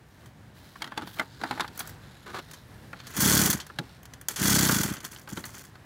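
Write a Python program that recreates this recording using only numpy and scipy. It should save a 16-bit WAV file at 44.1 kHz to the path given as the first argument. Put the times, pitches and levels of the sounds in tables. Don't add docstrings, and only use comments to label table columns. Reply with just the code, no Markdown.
import sys
import numpy as np
from scipy import signal
from scipy.fft import rfft, irfft
from scipy.io import wavfile
from scipy.ndimage import uniform_filter1d

SR = 44100
rng = np.random.default_rng(int(sys.argv[2]) if len(sys.argv) > 2 else 0)


def to_wav(s):
    ch = np.atleast_2d(s).T
    pcm = np.round(np.clip(ch, -1, 1) * 32767)
    wavfile.write(sys.argv[1], SR, pcm.astype(np.int16))


N = 257984
TIME = np.arange(N) / SR
RING = np.arange(SR // 3) / SR
BASS, MIDDLE, TREBLE = (130, 570), (570, 2700), (2700, 17000)
ATTACK_S = 0.012
FULL_SPEED = 35

# t/s, wheel speed/(turns per s)
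DRIVE_RUNS = [
    [(3.13, 14.46), (3.19, 18.36), (3.25, 35.55), (3.32, 37.41), (3.41, 35.41), (3.5, 22.7), (3.62, 4.13)],
    [(4.355, 6.99), (4.42, 25.06), (4.48, 34.78), (4.6, 32.91), (4.74, 29.39), (4.85, 19.06), (5.0, 5.57)],
]
# f/Hz, level/dB
STEEL_SPECTRUM = [(300, 13.5), (650, -5), (1050, 0), (1900, -1.5), (2600, -8.5), (4000, -4.5), (6000, 5.5),
                  (8500, 1.5), (10000, -6), (13000, -7.5), (16000, -4)]
# f/Hz, width/Hz, level/dB relative to that spectrum
STEEL_PEAKS = [(1626, 240, 4), (3146, 107, 15), (3440, 190, 13), (4390, 230, 11.5), (6200, 300, 3.5),
               (6460, 250, 2.5), (8300, 550, -17), (11130, 940, 15.5), (14600, 197, 18.5)]
# f/Hz, level/dB, t60/s
STEEL_MODES = [(1067, -3.5, 0.092), (1497, 7, 0.094), (1603, -6, 0.32), (3020, -10.5, 0.43),
               (3365, 2, 0.16), (4646, -5.5, 0.36), (5880, -2, 0.092), (7040, 13.5, 0.043),
               (7030, 0, 0.033), (7650, -9, .14), (10000, -17, 0.29)]
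# f/Hz, level/dB
CRATE_SPECTRUM = [(100, 4), (300, 9.5), (520, -5), (850, 1), (1600, 1.5), (2600, -13), (3500, -9),
                  (4700, -14), (6000, -22), (10000, -26), (16000, -35)]


def wheel(full_db=-16.5, growth=0.65):
    # t/s, level/dB
    bumps = [(3.801, -34), (5.332, -26.5), (5.378, -52)]
    out, jolt, shape = np.zeros(N), np.zeros(N), thump()
    for run in DRIVE_RUNS:
        speed = np.interp(TIME, *np.transpose(run), left=0, right=0)
        turns = np.cumsum(speed) / SR
        jolt += np.cos(2 * np.pi * (turns - 0.08)) * (speed > 0)
        for i in np.flatnonzero(np.diff(np.floor(turns)) > 0):
            gain = amp(full_db + 0.18 * rng.standard_normal()) * (speed[i] / FULL_SPEED) ** growth
            add(out, TIME[i] - ATTACK_S, gain * shape)
    for s, db in bumps:
        add(out, s - ATTACK_S, amp(db) * shape)
    return out, jolt


def thump(lead_s=0.00625, touch_gain=0.52, touch_hz=190, slap_hz=165):
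    # f/Hz, level/dB, t60/s
    frame_modes = [(75, -14, 0.092), (99.7, -15, 0.12), (196.5, -7.5, 0.071), (223, -46, 0.037)]
    t = RING - ATTACK_S
    touch = (np.pi * touch_hz * (t + lead_s)) ** 2
    slap = (np.pi * slap_hz * t) ** 2
    pushes = touch_gain * (1 - 2 * touch) * np.exp(-touch) + (1 - 2 * slap) * np.exp(-slap)
    ring = sum(amp(db) * decay(t60) * np.sin(2 * np.pi * hz * RING) for hz, db, t60 in frame_modes)
    out = -pushes
    add(out, ATTACK_S, ring)
    return out


def rattle(jolt, jolt_db=-1.2, clump_db=3, busy_db=-30):
    treble, middle = np.zeros(N), np.zeros(N)
    force = amp(jolt_db * jolt + clump_db * wander(0.0014))
    steel_shake, crate_shake = shake()
    busy = np.clip((steel_shake / amp(busy_db)) ** 0.4, 0.3, 1)
    high_modes = [mode for mode in STEEL_MODES if mode[0] > TREBLE[0]]
    low_modes = [mode for mode in STEEL_MODES if mode[0] <= TREBLE[0]]
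    for part_hz in np.geomspace(3200, 15500, num=10):
        peaks = STEEL_PEAKS + [(part_hz, part_hz / 6, 11)]
        tick = burst(STEEL_SPECTRUM, TREBLE, peaks, t60=0.018, tail_db=-21, tail_t60=0.13)
        clack = burst(STEEL_SPECTRUM, MIDDLE, STEEL_PEAKS, t60=0.036, tail_db=-13, tail_t60=0.11)
        tick_hits = force * grains(per_s=110 * busy, spread_db=2)
        treble += signal.oaconvolve(tick_hits, tick + amp(-13) * ringing(high_modes))[:N]
        clack_hits = force * grains(per_s=55 * busy, spread_db=0.5)
        middle += signal.oaconvolve(clack_hits, clack + amp(-8.5) * ringing(low_modes))[:N]
    shudder = force * noise(N, [(130, 2.5), (300, 4.5), (420, 0.5), (550, -21)], BASS)
    clatter = amp(-2) * levelled(middle) + amp(-7) * shudder
    return amp(-1) * steel_shake * levelled(treble) + crate_shake * clatter


def shake(take_up_s=0.041, release_s=0.028):
    # t/s, hold/s, level/dB
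    jiggles = [(3.091, 0.023, -48.5), (4.284, 0.028, -39.5), (5.026, 0.03, -43), (5.11, 0.017, -44.5),
               (5.169, 0.043, -55), (5.281, 0.049, -45.5), (5.356, 0.039, -47), (5.435, 0.076, -52),
               (5.532, 0.074, -47.5), (5.633, 0.02, -54.5)]
    steel = sum(amp(db) * spell(s, hold, 0.012, release_s) for s, hold, db in jiggles)
    crate = amp(-2) * steel
    for run in DRIVE_RUNS:
        s, turns_per_s = np.transpose(run)
        speed = np.interp(TIME, s, turns_per_s) / FULL_SPEED
        driven = spell(s[0], s[-1] - s[0], take_up_s, release_s)
        steel += driven * amp(-23) * speed ** 2.12
        crate += driven * amp(-28.5) * speed ** 1.34
    return steel, crate


def knocks(hard_db=-32.5, rebound_s=0.0155):
    # t/s, level/dB, bass/dB and treble/dB relative to it, panel f/Hz, rib f/Hz
    blows = [(0.757, -44.5, -20, -14, 1120, 3100), (0.820, -33.5, -23, -1, 2220, 3200),
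             (0.843, -40.5, -10, 0, 1880, 3240), (0.875, -46.5, -4, -4.5, 1920, 3150),
             (0.920, -39, -9, -14.5, 1045, 3200), (0.976, -31.5, -3.5, -3, 870, 3450),
             (1.02, -41, 1, -9, 1220, 3480), (1.073, -44.5, -2.5, -3.5, 960, 4520),
             (1.187, -41, -16, -5, 2260, 3050), (1.196, -25, -12, -9.5, 2080, 3100),
             (1.414, -41, 1, -6, 1460, 4050), (1.436, -27.5, -9.5, -12.5, 817, 4780),
             (1.510, -28.5, -6, -9, 827, 4120), (1.576, -38.5, -26, -17, 850, 3500),
             (1.597, -27, -28, -13, 880, 3590), (1.606, -29.5, -10.5, -1.5, 1050, 3490),
             (1.644, -36.5, -15, -22, 980, 3720), (1.678, -50.5, -24, 4.5, 860, 4620),
             (1.804, -37, -10, -0.5, 1390, 3330), (2.931, -38.5, -12, -17.5, 1400, 4170),
             (3.699, -43, -7, -17, 1346, 2900), (3.787, -32.5, -1.5, -0.5, 1650, 3910),
             (4.694, -25.5, -4, -24, 1430, 4590), (5.275, -43, -26, -8.5, 1480, 2860),
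             (5.373, -37.5, 2.5, -4, 1400, 3120), (5.440, -42, -10, -0.5, 1980, 4350),
             (5.754, -51, -21, -6.5, 1500, 4400)]
    out = np.zeros(N)
    dull = signal.butter(2, 1950, fs=SR, output="sos")
    for s, db, bass_db, treble_db, panel_hz, rib_hz in blows:
        blow = amp(db) * knock(bass_db, treble_db, panel_hz, rib_hz)
        add(out, s, blow)
        if db > hard_db:
            add(out, s + rebound_s, amp(-9.5) * signal.sosfilt(dull, blow))
    return out


def knock(bass_db, treble_db, panel_hz, rib_hz, t60=0.042, seat_s=0.0016):
    # f/Hz, level/dB, t60/s
    crate_modes = [(271.7, -8.5, 0.34), (670, -8, 0.2), (835, 0.5, 0.18), (914, -4, 0.37),
                   (1110, -11, 0.15), (1350, 5, 0.06), (1403, 10.5, 0.058), (1726, 9, 0.043),
                   (3420, -27, 0.02), (4100, -17, 0.047)]
    give = amp(-9 * np.exp(-RING / seat_s))
    panel = burst(CRATE_SPECTRUM, MIDDLE, (), t60, tail_db=-28, tail_t60=0.23)
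    panel += amp(-1) * ringing([(panel_hz, 0, 0.025)])
    rib = burst(CRATE_SPECTRUM, TREBLE, (), 0.63 * t60, tail_db=-71, tail_t60=0.099)
    rib += amp(-3) * ringing([(rib_hz, 0, 0.026)])
    thud = burst(CRATE_SPECTRUM, BASS, (), 3 * t60, tail_db=-29, tail_t60=0.14)
    body = amp(bass_db) * thud + amp(-10) * ringing(crate_modes)
    return struck(give * panel) + amp(treble_db) * struck(give * rib) + give * body


def clinks(soft_db=-45, ring_db=-15, rise_s=0.0002):
    # t/s, treble level/dB, tilt/(dB per
    # octave), t60/s
    contacts = [(0.259, -56, -2.5, 0.048), (1.776, -41.5, 5, 0.017), (1.792, -33.5, 4.5, 0.08),
                (1.874, -43.5, 4, 0.022), (1.894, -47.5, 9, 0.035), (2.512, -47.5, 0, 0.04),
                (2.534, -46, -4, .08), (3.001, -46.5, -18, 0.032), (3.069, -43.5, -3.5, 0.078),
                (3.166, -31.5, 2.5, 0.097), (3.204, -23.5, 2.5, 0.21), (3.459, -22, 2, 0.043),
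                (3.501, -22.5, 2, 0.051), (3.509, -27, 0, 0.047), (3.529, -27.5, -1, 0.059),
                (3.601, -37.5, -9, 0.081), (3.666, -49, 1, 0.032), (4.031, -53.5, 2, 0.027),
                (4.054, -50, -3.5, 0.026), (4.136, -46, -5, 0.03), (4.213, -46.5, 4, 0.021),
                (4.285, -25.5, 0.5, 0.015), (4.360, -33, -3.5, 0.18), (4.549, -25, -3, .05),
                (4.814, -31.5, 3, 0.026), (4.833, -29, 1, 0.086), (4.937, -40.5, 0, 0.03),
                (4.967, -45, -14, 0.05), (5.004, -46.5, -5, 0.041), (5.049, -36, -2.5, 0.024),
                (5.162, -45.5, -15, .037), (5.453, -41, 2, 0.082)]
    out = np.zeros(N)
    rise = 1 - np.exp(-RING / rise_s)
    for s, db, tilt_db, t60 in contacts:
        treble = burst(tilted(STEEL_SPECTRUM, tilt_db), TREBLE, STEEL_PEAKS, t60, -26, tail_t60=0.23)
        middle = burst(STEEL_SPECTRUM, MIDDLE, STEEL_PEAKS, t60, tail_db=-12, tail_t60=0.2)
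        middle_db = -4.5 - 0.33 * (db - soft_db)
        clink = treble + amp(middle_db) * middle + amp(ring_db) * ringing(STEEL_MODES)
        add(out, s, amp(db) * rise * clink)
    return out


def drag(band_hz=(330, 17000)):
    # t/s, hold/s, level/dB
    skids = [(0.801, 0.081, -47.5), (0.961, .08, -45.5), (1.16, 0.071, -45.5), (1.394, 0.22, -46),
             (1.77, 0.09, -51), (2.256, 0.057, -44), (2.331, 0.062, -36.5)]
    grit = np.zeros(N)
    for _ in range(4):
        scratch = burst(CRATE_SPECTRUM, band_hz, [(1140, 410, 2.5)], t60=0.026, tail_db=-33, tail_t60=0.1)
        grit += signal.oaconvolve(grains(per_s=260, spread_db=1.5), scratch)[:N]
    gain = sum(amp(db) * spell(s, hold, attack_s=0.012, release_s=0.01) for s, hold, db in skids)
    return gain * unit(grit)


def rustle(trim_db=-1, sand_db=-2):
    # t/s, hold/s, relative level/dB, tilt/(dB per octave)
    movements = [(0.038, 0.23, -71.5, 4), (0.538, 0.32, -60, 1), (.86, 0.27, -56.5, -15),
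                 (1.043, .15, -55, 5), (1.2, 0.32, -59.5, -1.5), (1.401, .25, -53.5, 0),
                 (1.72, .18, -54.5, 1), (2.0, 0.34, -60.5, -2.5), (2.253, 0.33, -59, 0),
                 (2.577, .37, -67.5, 3), (2.938, 0.27, -55.5, -4), (3.612, 0.35, -60.5, -3)]
    # f/Hz, level/dB
    rustle_spectrum = [(1500, 8.5), (2500, -4), (4000, 4.5), (6000, -7.5), (9000, -10.5), (13000, -10),
                       (16000, -15)]
    out = np.zeros(N)
    unevenness = amp(2.2 * wander(0.008))
    grit = grains(per_s=220, spread_db=-0.5)
    for s, hold, db, tilt_db in movements:
        start = round(s * SR)
        second = slice(start, start + SR)
        colour = tilted(rustle_spectrum, tilt_db)
        cloth = unevenness[second] * noise(SR, colour, (1500, 17000))
        crackle = burst(colour, TREBLE, (), t60=0.004, tail_db=-28, tail_t60=0.05)
        sand = signal.oaconvolve(grit[second], crackle)[:SR]
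        gain = amp(db + trim_db) * spell(s, hold, attack_s=0.038, release_s=0.036)[second]
        add(out, s, gain * (cloth + amp(sand_db) * unit(sand)))
    return out


def street(swell_db=-1.5):
    # t/s, level/dB
    traffic_levels = [(0, -53), (1.5, -50.5), (2.2, -50), (2.8, -48.5), (3.9, -51), (5.85, -50.5)]
    # f/Hz, level/dB
    traffic_spectrum = [(25, -8), (45, -1), (70, -2), (125, 0.5), (220, -7.5), (440, -15.5), (960, -18),
                        (1300, -20.5), (1700, -18), (2350, -26), (3500, -28.5), (5900, -34), (16000, -41.5)]
    level_db = np.interp(TIME, *np.transpose(traffic_levels)) + swell_db * wander(0.07)
    return amp(level_db) * noise(N, traffic_spectrum)


def burst(colour, band, peaks, t60, tail_db, tail_t60):
    return struck(noise(len(RING), colour, band, peaks) * (decay(t60) + amp(tail_db) * decay(tail_t60)))


def ringing(modes, scatter_db=3):
    out = np.zeros(len(RING))
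    for hz, db, t60 in modes:
        gain = amp(db + scatter_db * rng.standard_normal())
        out += gain * decay(t60) * np.sin(2 * np.pi * (hz * RING + rng.random()))
    return struck(out)


def grains(per_s, spread_db):
    size = amp(spread_db * np.minimum(rng.exponential(1, N), 3))
    return size * rng.choice([-1, 1], N) * (rng.random(N) < per_s / SR)


def noise(size, colour, band=None, peaks=()):
    hz = np.fft.rfftfreq(size, 1 / SR) + 1
    colour_hz, colour_db = np.transpose(colour)
    gain = amp(np.interp(np.log(hz), np.log(colour_hz), colour_db))
    peak_power = sum(amp(db) ** 2 / (1 + (2 * (hz - centre) / width) ** 2) for centre, width, db in peaks)
    gain *= np.sqrt(1 + peak_power)
    if band:
        gain /= np.sqrt((1 + (band[0] / hz) ** 10) * (1 + (hz / band[1]) ** 20))
    return unit(irfft(rfft(rng.standard_normal(size)) * gain, size))


def tilted(colour, tilt_db):
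    return [(hz, db + tilt_db * np.log2(hz)) for hz, db in colour]


def wander(seconds):
    size = int(seconds * SR)
    return unit(uniform_filter1d(uniform_filter1d(rng.standard_normal(N), size), size))


def spell(start, hold, attack_s, release_s):
    t = TIME - start
    return np.clip(t / attack_s, 0, 1) * np.exp(-np.maximum(t - hold, 0) / release_s)


def decay(t60):
    return np.exp(-np.log(1000) * RING / t60)


def struck(sound):
    return sound / np.sqrt(np.mean(sound[:int(ATTACK_S * SR)] ** 2) + 1e-20)


def levelled(x):
    return x / np.sqrt(abs(uniform_filter1d(x ** 2, size=1600)) + 1e-6)


def unit(x):
    return x / np.sqrt(np.mean(x ** 2) + 1e-20)


def amp(db):
    return 10 ** (np.asarray(db) / 20)


def add(mix, s, sound):
    part = mix[max(round(s * SR), 0):][:len(sound)]
    part += sound[:len(part)]


def scene():
    thumps, jolt = wheel()
    return (thumps + rattle(jolt) + knocks() + clinks() + drag() + rustle() + street())[None]


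def record(dry, low_cut_hz=49.3, top_hz=15850):
    low_cut = signal.butter(3, low_cut_hz, "highpass", fs=SR, output="sos")
    thin = signal.sosfiltfilt(low_cut, dry, padtype="even", padlen=4096)
    band_limit = signal.firwin(601, top_hz, window=("kaiser", 8), fs=SR)
    return signal.oaconvolve(thin, band_limit[None], "same")


dry = scene()
out = record(dry)
to_wav(out)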